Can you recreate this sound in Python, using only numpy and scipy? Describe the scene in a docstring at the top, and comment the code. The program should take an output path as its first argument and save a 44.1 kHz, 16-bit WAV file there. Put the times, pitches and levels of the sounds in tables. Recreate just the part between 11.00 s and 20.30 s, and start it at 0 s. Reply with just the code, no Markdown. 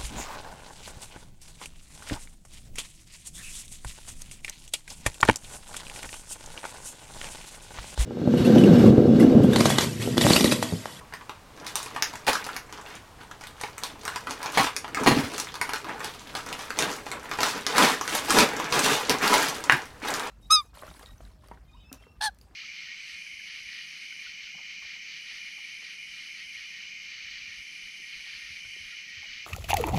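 """A plastic mailer is picked at and pulled open on a cardboard-covered table in a small, live room.
From the start the film snaps in decaying sines and noise, rustles in clumps of tiny creases, and slides as
filtered noise, over a steady hush. Soon a hand tool knocks: damped modes, a table thud and a noise rattle.
Late on, a clear bag of hard parts, drawn out, drops with modes of its own and a crinkle; then the empty
mailer is put aside."""
import sys
import numpy as np
from scipy import signal
from scipy.fft import rfft, irfft, next_fast_len
from scipy.io import wavfile
from scipy.ndimage import map_coordinates

SR = 44100
rng = np.random.default_rng(int(sys.argv[2]) if len(sys.argv) > 2 else 0)


def pcm_store(signal):
    """Save signal as 16-bit PCM."""
    levels = np.round(np.clip(np.atleast_2d(signal), -1, 1) * 32767)
    wavfile.write(sys.argv[1], SR, levels.astype(np.int16).T)


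N = 410130
TOP_HZ = 16000  # band limit

# blows of the tool: (time [s], clack [dB], thud [dB], rattle [dB])
TOOL_HITS = [(1.267, -30, -46, -10.5), (1.273, -15, -41, -17), (1.2798, -6.5, -37, -7),
             (3.574, -7.5, -41, -7), (3.596, -7, -25.5, -11), (4.008, -33, -26, -31),
             (4.062, -4.5, -17, -9), (4.073, -12, -13, -5), (4.11, -11.5, -21, -13.5),
             (4.163, -21, -18.5, -21), (4.185, -35, -27, -15.5), (4.235, -33, -29.5, -19.5)]
# spectrum of creasing film: (frequency [Hz], relative density [dB])
CRINKLE = [(150, -45.5), (370, -8.5), (600, -5.5), (830, -1.5), (1050, 0), (1600, -0.5), (2400, -3.5),
           (3500, -9), (5500, -19), (16000, -45)]


def amp(db):
    """Amplitude factor of a level in dB."""
    return 10 ** (np.asarray(db) / 20)


def unit(x):
    """x scaled to rms 1."""
    return x / np.sqrt(np.mean(x ** 2) + 1e-20)


def along(points, hz):
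    """(Hz, value) points interpolated on a log frequency axis."""
    f, v = np.transpose(points)
    return np.interp(np.log(hz + 1), np.log(f + 1), v)


def curves(rows):
    """One value per sample for each column after the time."""
    s, *cols = np.transpose(rows)
    return [np.interp(np.arange(N) / SR, s, c) for c in cols]


def wobble(knots_per_s):
    """A smooth random curve."""
    knots = rng.standard_normal(int(N * knots_per_s / SR) + 4)
    return map_coordinates(knots, [np.arange(N) * knots_per_s / SR])


def add(track, s, sound):
    """Mix a sound into the track at time s."""
    space = track[max(round(s * SR), 0):][:len(sound)]
    space += sound[:len(space)]


def coloured(x, spectrum, size=4096):
    """x through a causal minimum-phase filter of energy 1 with this spectrum."""
    cepstrum = irfft(np.log(amp(along(spectrum, np.fft.rfftfreq(size, 1 / SR)))))
    # fold the cepstrum onto positive time
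    cepstrum[1:size // 2] *= 2
    cepstrum[size // 2 + 1:] = 0
    pulse = irfft(np.exp(rfft(cepstrum)))
    return signal.fftconvolve(x, pulse / np.linalg.norm(pulse))[:len(x)]


def burst(t60_s, size=2048):
    """A dying puff of noise with energy 1."""
    puff = rng.standard_normal(size) * amp(-60 * np.arange(size) / SR / t60_s)
    return puff / np.linalg.norm(puff)


def handling():
    """Relative dB of crinkle, crisp edge and flapping: each event builds, holds and fades over fingering."""
    # idle fingering of the film: (time [s], relative crinkle [dB])
    fidget = [(0, -50), (0.08, -66), (0.45, -62), (0.62, -52), (1.2, -51), (1.68, -58), (2.1, -63),
              (2.55, -59), (3.0, -54), (3.85, -51), (4.3, -41), (4.5, -53), (5.2, -52), (6.02, -53),
              (7.0, -44), (8.6, -43), (8.9, -56), (9.3, -56)]
    # grabs and pulls of the film, and the bag's crinkle as it lands at 8.723 s:
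    # (time at full force [s], hold [s], relative crinkle [dB], attack [s], release [s],
    # crisp edge re crinkle [dB], flapping re crinkle [dB])
    efforts = [(0.137, .025, -46, .02, .08, -10, -18), (0.61, .04, -47, .1, .05, -16, -2),
               (0.667, .02, -46, .02, .1, 2, -14), (0.759, .03, -41, .02, .2, 1, -20),
               (0.95, .09, -43, .1, .25, -10, -15), (1.288, .07, -36, .02, .2, -6, -12),
               (1.46, .11, -43, .03, .1, -8, -13), (1.73, .06, -46, .02, .1, -11, -11),
               (1.864, .085, -44, .04, .1, -5, -11.5), (2.195, .025, -45, .03, .05, -10, -10),
               (2.41, .06, -49, .03, .1, -8, -15), (2.621, .04, -45, .08, .17, -6, -24),
               (2.835, .03, -41, .05, .16, -5, -19), (3.04, .12, -43, .06, .2, -4, -20),
               (3.28, .05, -44, .03, .1, -6, -6), (3.445, .03, -34, .13, .1, -10, -21),
               (3.55, .08, -30, .04, .11, -3, -10), (3.98, .05, -31, .04, .1, -15, -7),
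               (4.1, .08, -33, .05, .2, -7, -5), (4.349, .06, -42, .1, .14, 0, -25),
               (4.6, .15, -41, .06, .14, -8, -18), (4.861, .06, -38, .04, .18, -12, -7.5),
               (5.04, .03, -37, .08, .1, -4, -11), (5.195, .12, -47, .02, .05, -4, -17),
               (5.358, .03, -38, .04, .14, -10, -12), (5.471, .06, -42, .04, .1, -6, -6),
               (5.586, .065, -41, .04, .07, -2, -18), (5.794, .035, -31, .05, .25, -3, -5),
               (6.115, .05, -41, .04, .05, -10, -7), (6.24, .02, -40, .04, .1, -13, -20),
               (6.297, .045, -40, .02, .1, -6, -12), (6.41, .07, -30, .04, .14, -2, -9),
               (6.55, .02, -35, .03, .08, -10, -8), (6.681, .06, -34, .02, .1, -7, -13),
               (6.795, .055, -18, .09, .12, -6, -8.5), (7.14, .025, -30, .14, .1, -1, -12),
               (7.3, .04, -27, .07, .05, -2, -11), (7.374, .025, -17, .08, .1, -5, -5),
               (7.5, .18, -35, .03, .1, -10, -6.5), (7.75, .03, -23, .06, .1, -3, -8.5),
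               (7.845, .06, -25, .04, .24, -4, -9.5), (8.095, .015, -23, .015, .09, -8, -5.5),
               (8.228, .025, -21, .03, .08, -6, -10.5), (8.315, .04, -21, .08, .2, -5, -10),
               (8.44, .05, -34, .04, .09, -1, -22), (8.723, .03, -30, .08, .13, -10, -15),
               (9.03, .12, -31, .015, .5, -9, -10.5)]
    fidget_edge_db, fidget_flap_db = -9, -2.5  # re idle crinkle
    fade_db = 20  # gained over an attack, lost over a release
    t = np.arange(N) / SR
    idle_db, = curves(fidget)
    power = np.outer(amp([0, fidget_edge_db, fidget_flap_db]), amp(idle_db)) ** 2
    for s, hold, db, attack, release, edge_db, flap_db in efforts:
        near = slice(*np.searchsorted(t, [s - 2 * attack, s + hold + 2 * release]))
        before = np.maximum(s - t[near], 0) / attack
        after = np.maximum(t[near] - s - hold, 0) / release
        effort_db = db - fade_db * (before + after)
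        power[:, near] += np.outer(amp([0, edge_db, flap_db]), amp(effort_db)) ** 2
    return 10 * np.log10(power)


def creases(level_db, rate_per_s, pitch_hz, cycles, spread_db, crowding=.8, size=96):
    """Tiny facets flip at random as damped sines, more of them under harder work; rms 1."""
    density = amp(crowding * level_db)
    density /= density.mean()
    count = int(rate_per_s * N / SR)
    when, strength, pitch = rng.random((count, 3)).T
    start = np.minimum(np.searchsorted(np.cumsum(density), when * N), N - 1)
    hz = np.minimum(pitch_hz * 2 ** (2 * (2 * pitch - 1)), TOP_HZ)  # within two octaves
    turns = hz[:, None] * np.arange(size) / SR
    scatter_db = spread_db * np.minimum(-np.log(1 - strength), np.pi)
    # divide by density: the level is applied later
    gain = amp(scatter_db) * np.sqrt(hz / density[start])
    grains = gain[:, None] * np.sin(2 * np.pi * turns) * np.exp(-turns / cycles)
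    samples = start[:, None] + np.arange(size)
    return unit(np.bincount(samples.ravel(), grains.ravel(), N)[:N])


def rustle(crinkle_db, crisp_db, flap_db):
    """Worked film: clumps of creases over the hiss of sliding, while the whole sheet flaps."""
    # spectra of the crisp edge and the flapping sheet: (frequency [Hz], relative density [dB])
    crisp = [(1200, -15.5), (3000, -0.5), (4300, -1), (6000, -1), (8000, -4.5), (10500, -7), (13000, -11),
             (16000, -19)]
    flap = [(40, -26), (90, -21.5), (150, -4), (230, -1), (420, -2.5), (600, -2), (1500, -44.5)]
    clump_db = 0.95 * wobble(80)
    body = creases(crinkle_db, rate_per_s=900, pitch_hz=1680, cycles=0.84, spread_db=5.0)
    body += amp(-14.5) * rng.standard_normal(N)  # sliding
    edge = creases(crisp_db, rate_per_s=600, pitch_hz=7440, cycles=0.81, spread_db=6)
    edge += amp(-4.5) * rng.standard_normal(N)
    film = amp(crinkle_db - 4.0) * unit(coloured(body, CRINKLE))
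    film += amp(crisp_db - 3.5 + 2.2 * wobble(45)) * unit(coloured(edge, crisp))
    flapping = unit(coloured(rng.standard_normal(N), flap))
    sheet = amp(flap_db - 1.5 + 2.0 * wobble(30)) * flapping
    return amp(clump_db) * film + sheet


def buckles(crinkle_db):
    """Rows (s, facet Hz, pop dB, ridge Hz, crack dB): loud buckles, and chance ones that follow the crinkle."""
    # loud buckles: (listed time [s], relative level [dB], facet [Hz], pop re level [dB], ridge [Hz],
    # crack re level [dB])
    loud = [(0.124, -28.5, 1610, -9, 4270, -29), (0.137, -24, 1856, -9.5, 4840, -14.5),
            (0.21, -29.5, 1160, -9, 4060, -32), (0.294, -21, 990, -8.5, 4080, -22),
            (0.666, -18.5, 1970, -15, 4850, -14), (0.755, -10, 1160, -16, 8300, -12.5),
            (0.829, -24.5, 1770, -16, 8180, -11), (0.86, -19, 931, -13, 5310, -21),
            (0.948, -28, 603, -5, 5980, -19), (0.962, -16.5, 1140, -8.5, 4450, -23),
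            (1.023, -1, 1790, -19.5, 5350, -17.5), (1.136, -27.5, 940, -7.5, 4090, -16),
            (1.155, -25.5, 1780, -10.5, 6210, -11.5), (1.331, -14.5, 1330, -10.5, 4340, -12.5),
            (1.353, -14.5, 1640, -7, 5670, -19.5), (1.442, -21.5, 1370, -19, 4110, -15),
            (1.465, -17, 799, -11.5, 4400, -16.5), (1.489, -22, 1400, -9, 4420, -25),
            (1.564, -16, 2290, -12, 4230, -15), (1.725, -24.5, 980, -11, 5620, -16),
            (2.312, -25.5, 1340, -8.5, 5990, -22), (2.41, -30, 791, -8, 4710, -18),
            (2.437, -27.5, 2070, -9.5, 5320, -16), (2.47, -24, 1150, -22, 4000, -14),
            (2.612, -19.5, 970, -14, 6850, -15.5), (2.635, -14.5, 880, -9.5, 5700, -26),
            (2.78, -21, 1360, -14, 6200, -13.5), (2.835, -14.5, 974, -16, 4400, -12),
            (3.052, -20, 2300, -13, 5920, -11), (3.078, -12.5, 1400, -11, 4100, -20),
            (3.159, -14, 965, -12.5, 5260, -19), (3.27, -16.5, 1330, -10.5, 6540, -27),
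            (3.308, -17.5, 930, -12.5, 5140, -14), (3.429, -18.5, 1190, -12, 4740, -16),
            (3.459, -17.5, 990, -8, 4410, -15.5), (3.644, -12, 1350, -6, 5250, -25),
            (3.668, -16, 1150, -7, 4180, -33), (3.764, -12.5, 2460, -19, 5450, -13.5),
            (3.844, -28.5, 940, 0, 5630, -19), (3.879, -24, 1360, -9, 4260, -23),
            (3.946, -12.5, 2140, -11.5, 5170, -18), (3.971, -15, 1280, -8, 4680, -31),
            (4.38, -15, 1290, -14, 6070, -14), (4.399, -13.5, 842, -19, 6060, -12.5),
            (4.47, -23, 2160, -12, 4000, -25), (4.541, -24.5, 1160, -8, 4330, -15),
            (4.554, -20.5, 931, -13, 4350, -14), (4.613, -11.5, 2080, -9, 4370, -13),
            (4.692, -16.5, 1060, -11, 4090, -19), (4.734, -11.5, 1480, -10.5, 4360, -16),
            (4.758, -21, 1550, -5, 4300, -18), (4.844, -29.5, 1020, -4, 4430, -15),
            (5.004, -19.5, 1150, -10.5, 5580, -23), (5.044, -15.5, 850, -12, 4380, -14),
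            (5.351, -14, 800, -11.5, 4540, -15), (5.463, -27, 676, -9, 5400, -18),
            (5.527, -19, 3000, -10, 4000, -14.5), (5.704, -17.5, 1510, -8.5, 4290, -19),
            (5.788, -7, 1190, -11.5, 5770, -14.5), (5.823, -12, 1690, -11, 4150, -14),
            (6.065, -23, 825, -6.5, 4170, -19), (6.115, -17, 2180, -10.5, 4240, -15.5),
            (6.313, -13.5, 1210, -10.5, 5530, -23), (6.387, -17.5, 875, -3, 4000, -30),
            (6.405, -11, 980, -10.5, 4000, -16.5), (6.431, -8, 1290, -8, 4800, -14),
            (6.665, -8, 1960, -14, 5100, -15.5), (6.781, -5.5, 1160, -9, 4460, -11.5),
            (6.899, -18, 1020, -28, 4290, -11), (7.011, -15.5, 1070, -8.5, 5440, -13.5),
            (7.077, -13, 1690, -10, 4160, -17), (7.151, -11.5, 805, -17, 10100, -12),
            (7.305, -4.5, 1160, -14.5, 6030, -14.5), (7.387, -7, 1100, -9, 4120, -13.5),
            (7.599, -16, 1000, -5.5, 5800, -21), (7.724, -13, 1160, -7.5, 4090, -12),
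            (7.792, -6, 867, -18, 8800, -15), (8.095, -5.5, 950, -16, 4900, -12.5),
            (8.278, -9, 904, -27, 4510, -11.5), (8.484, -16.5, 1740, -34, 4330, -11.5),
            (8.639, -20, 977, -10.5, 5760, -12.5), (9.139, -19, 1060, -23, 5070, -9)]
    snap_delay_s = 0.000897  # loud snaps start this long after their listed time
    small_per_s, small_scatter_db = 9, 1
    small_pop_db, small_crack_db = 2.5, -0.5  # re the crinkle of the moment
    small_facet_hz, small_ridge_hz = 1280, 5470  # mid pitch, varied by half an octave each way
    rows = []
    for s, db, facet_hz, pop_db, ridge_hz, crack_db in loud:
        rows.append((s + snap_delay_s, facet_hz, db + pop_db, ridge_hz, db + crack_db))
    for when, size, strength in rng.random((int(small_per_s * N / SR), 3)):
        db = crinkle_db[int(when * N)] + small_scatter_db * (2 * strength - 1)
        pitch = 2 ** (size - .5)
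        rows.append((when * N / SR, small_facet_hz * pitch, db + small_pop_db,
                     small_ridge_hz * pitch, db + small_crack_db))
    return rows


def flip(hz, cycles, size=1024):
    """A stiff patch of film swings for a cycle or so; energy 1."""
    turns = hz * np.arange(size) / SR
    swing = np.sin(2 * np.pi * turns) * np.exp(-turns / cycles)
    return swing / np.linalg.norm(swing)


def snaps(crinkle_db):
    """A large facet pops and its ridge cracks, each with a noise burst from the wrinkles around it."""
    # spectrum of the cracks: (frequency [Hz], relative density [dB])
    crack = [(500, -15), (2500, 1), (4500, 2), (6200, 3.5), (8000, 2.5), (10500, 0), (13000, -5),
             (16000, -14)]
    pops, cracks = np.zeros(N), np.zeros(N)
    for s, facet_hz, pop_db, ridge_hz, crack_db in buckles(crinkle_db):
        add(pops, s, amp(pop_db + 17.5) * flip(facet_hz, cycles=1.8))
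        add(pops, s, amp(pop_db + 17.0) * coloured(burst(t60_s=0.025), CRINKLE))
        add(cracks, s, amp(crack_db + 15.5) * flip(ridge_hz, cycles=0.97))
        add(cracks, s, amp(crack_db + 18.0) * burst(t60_s=0.0045))
    return pops + coloured(cracks, crack)


def tail():
    """The room's answer to one spot: near walls at once, then a short decay; energy 1."""
    # reverberation: (frequency [Hz], t60 [s])
    decay = [(100, 0.065), (400, 0.11), (1000, 0.21), (2800, 0.23), (7000, 0.19), (15000, 0.18)]
    hz, t, z = signal.stft(rng.standard_normal(SR // 2), SR, nperseg=256)
    fade = amp(-60 * t / along(decay, hz)[:, None])
    echo = signal.istft(z * fade, SR, nperseg=256)[1]
    age = np.arange(len(echo)) / SR
    echo *= (1 - np.exp(-age / 0.00053)) * (1 + 0.23 * np.exp(-age / 0.023))
    return echo / np.linalg.norm(echo)


def room(x, count=10):
    """Sound leaves from ever-changing spots, each with its own echo pattern."""
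    shares = np.exp(2 * np.array([wobble(70) for _ in range(count)]))
    shares /= np.linalg.norm(shares, axis=0)
    return sum(signal.oaconvolve(x * share, tail())[:N] for share in shares)


def hush():
    """Steady background: coloured noise."""
    # spectrum: (frequency [Hz], relative density [dB])
    spectrum = [(20, -0.5), (60, 2.5), (130, 1), (250, -9), (500, -9.5), (1000, -5), (2000, -14),
                (4500, -20), (9000, -24.5), (16000, -34)]
    return amp(-50.5) * unit(coloured(rng.standard_normal(N), spectrum))


def bounces(hits, loss_db, count=4):
    """Every blow is followed by ever quicker, weaker contacts."""
    first_flight_s, shrink = 0.0065, 0.98  # shrink: each flight over the last
    flights = first_flight_s * shrink ** np.arange(count)
    delays = np.cumsum(flights) - flights
    return [(s + delay, *(np.array(levels) - k * loss_db))
            for s, *levels in hits for k, delay in enumerate(delays)]


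def ring(modes, attack_s, scatter_db=3.0):
    """One blow on an object: its damped modes at fresh strengths, peak 1."""
    t = np.arange(SR // 4) / SR
    hz, db, t60 = np.transpose(modes)[:, :, None]
    strength = amp(db + scatter_db * rng.standard_normal(hz.shape) - 60 * t / t60)
    waves = strength * np.sin(2 * np.pi * (hz * t + rng.random(hz.shape)))
    sound = np.sum(waves, axis=0) * (1 - np.exp(-t / attack_s))
    return sound / np.abs(sound).max()


def knocks(hits, modes, rattle_t60_s):
    """A hard thing clacks and rattles on the cardboard; the table top thuds under it."""
    # table modes: (frequency [Hz], relative level [dB], t60 [s])
    table = [(77.5, -8, 0.29), (100, -12, 0.043), (136, 5.5, 0.088), (167, -9, 0.063), (236, 2.5, 0.13),
             (274, 2, 0.21), (362, 1.5, 0.12), (506, 3, 0.019), (650, -9.5, .06)]
    # rattle spectrum: (frequency [Hz], relative density [dB])
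    rattle = [(300, -18.5), (1200, 0.5), (2000, 2), (3300, 0), (3800, -5), (4500, -3), (5200, -3),
              (6400, -12), (7500, -12), (10200, -9), (11500, -17), (16000, -20)]
    solid, loose = np.zeros(N), np.zeros(N)
    for s, clack_db, thud_db, rattle_db in hits:
        add(solid, s, amp(clack_db) * ring(modes, attack_s=0.00018))
        add(solid, s, amp(thud_db) * ring(table, attack_s=0.0013))
        add(loose, s, amp(rattle_db + 9.5) * burst(t60_s=rattle_t60_s))
    return solid + coloured(loose, rattle)


def blade():
    """The harder the tool rattles, the more its steel blade rings."""
    # blade modes: (frequency [Hz], relative level [dB], t60 [s])
    blade_modes = [(1890, 3.5, 0.054), (3860, -10, 0.086), (4350, -3, 0.044), (4240, -9, 0.12),
                   (6630, -2, 0.049)]
    steel = np.zeros(N)
    for s, _, _, rattle_db in TOOL_HITS:
        add(steel, s, amp(4.54 * rattle_db + 13.5) * ring(blade_modes, attack_s=0.00047))
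    return steel


def tool():
    """The hand tool knocks and bounces on the table, its blade ringing."""
    # tool modes: (frequency [Hz], relative level [dB], t60 [s])
    tool_modes = [(534, -4, 0.047), (790, 8.5, 0.014), (1000, -7.5, 0.063), (1134, 3.5, 0.02),
                  (1330, -28, 0.0056), (1740, 9, 0.0056), (2180, -3.5, 0.022), (2950, -4, 0.011),
                  (4100, -5, 0.017)]
    return knocks(bounces(TOOL_HITS, loss_db=3), tool_modes, rattle_t60_s=0.089) + blade()


def parts():
    """The bagged parts land; each bounce is far weaker than the last."""
    # landings: (time [s], clack [dB], thud [dB], rattle [dB])
    part_hits = [(8.697, 2, -49, -14), (8.7225, -3.5, -30, -9), (8.736, -12, -27, -20)]
    # part modes: (frequency [Hz], relative level [dB], t60 [s])
    part_modes = [(1083, -9, 0.009), (1300, -15, 0.0074), (1495, 1.5, 0.0084), (1650, -2, 0.012),
                  (1980, -8.5, 0.0063), (2310, -6.5, 0.009), (2830, -9, 0.0085), (3820, -27, 0.06)]
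    return knocks(bounces(part_hits, loss_db=16), part_modes, rattle_t60_s=0.028)


def scene():
    """Film, tool and parts in the room, over its hush; the parts land nearest and sound driest."""
    crinkle_db, crisp_db, flap_db = handling()
    film = rustle(crinkle_db, crisp_db, flap_db) + snaps(crinkle_db)
    knocking = tool()
    landing = parts()
    echoes = room(film + amp(-4) * knocking + amp(-5) * landing)
    return (film + knocking + landing + amp(0.54) * echoes + hush())[None]


def record(dry):
    """Round off the highest peaks, then cut everything from the band limit up."""
    held = dry / (1 + (dry / .95) ** 6) ** (1 / 6)
    size = next_fast_len(N + SR // 2)
    passband = np.fft.rfftfreq(size, 1 / SR) < TOP_HZ
    return irfft(rfft(held, size) * passband, size)[:, :N]


dry = scene()
out = record(dry)
pcm_store(out)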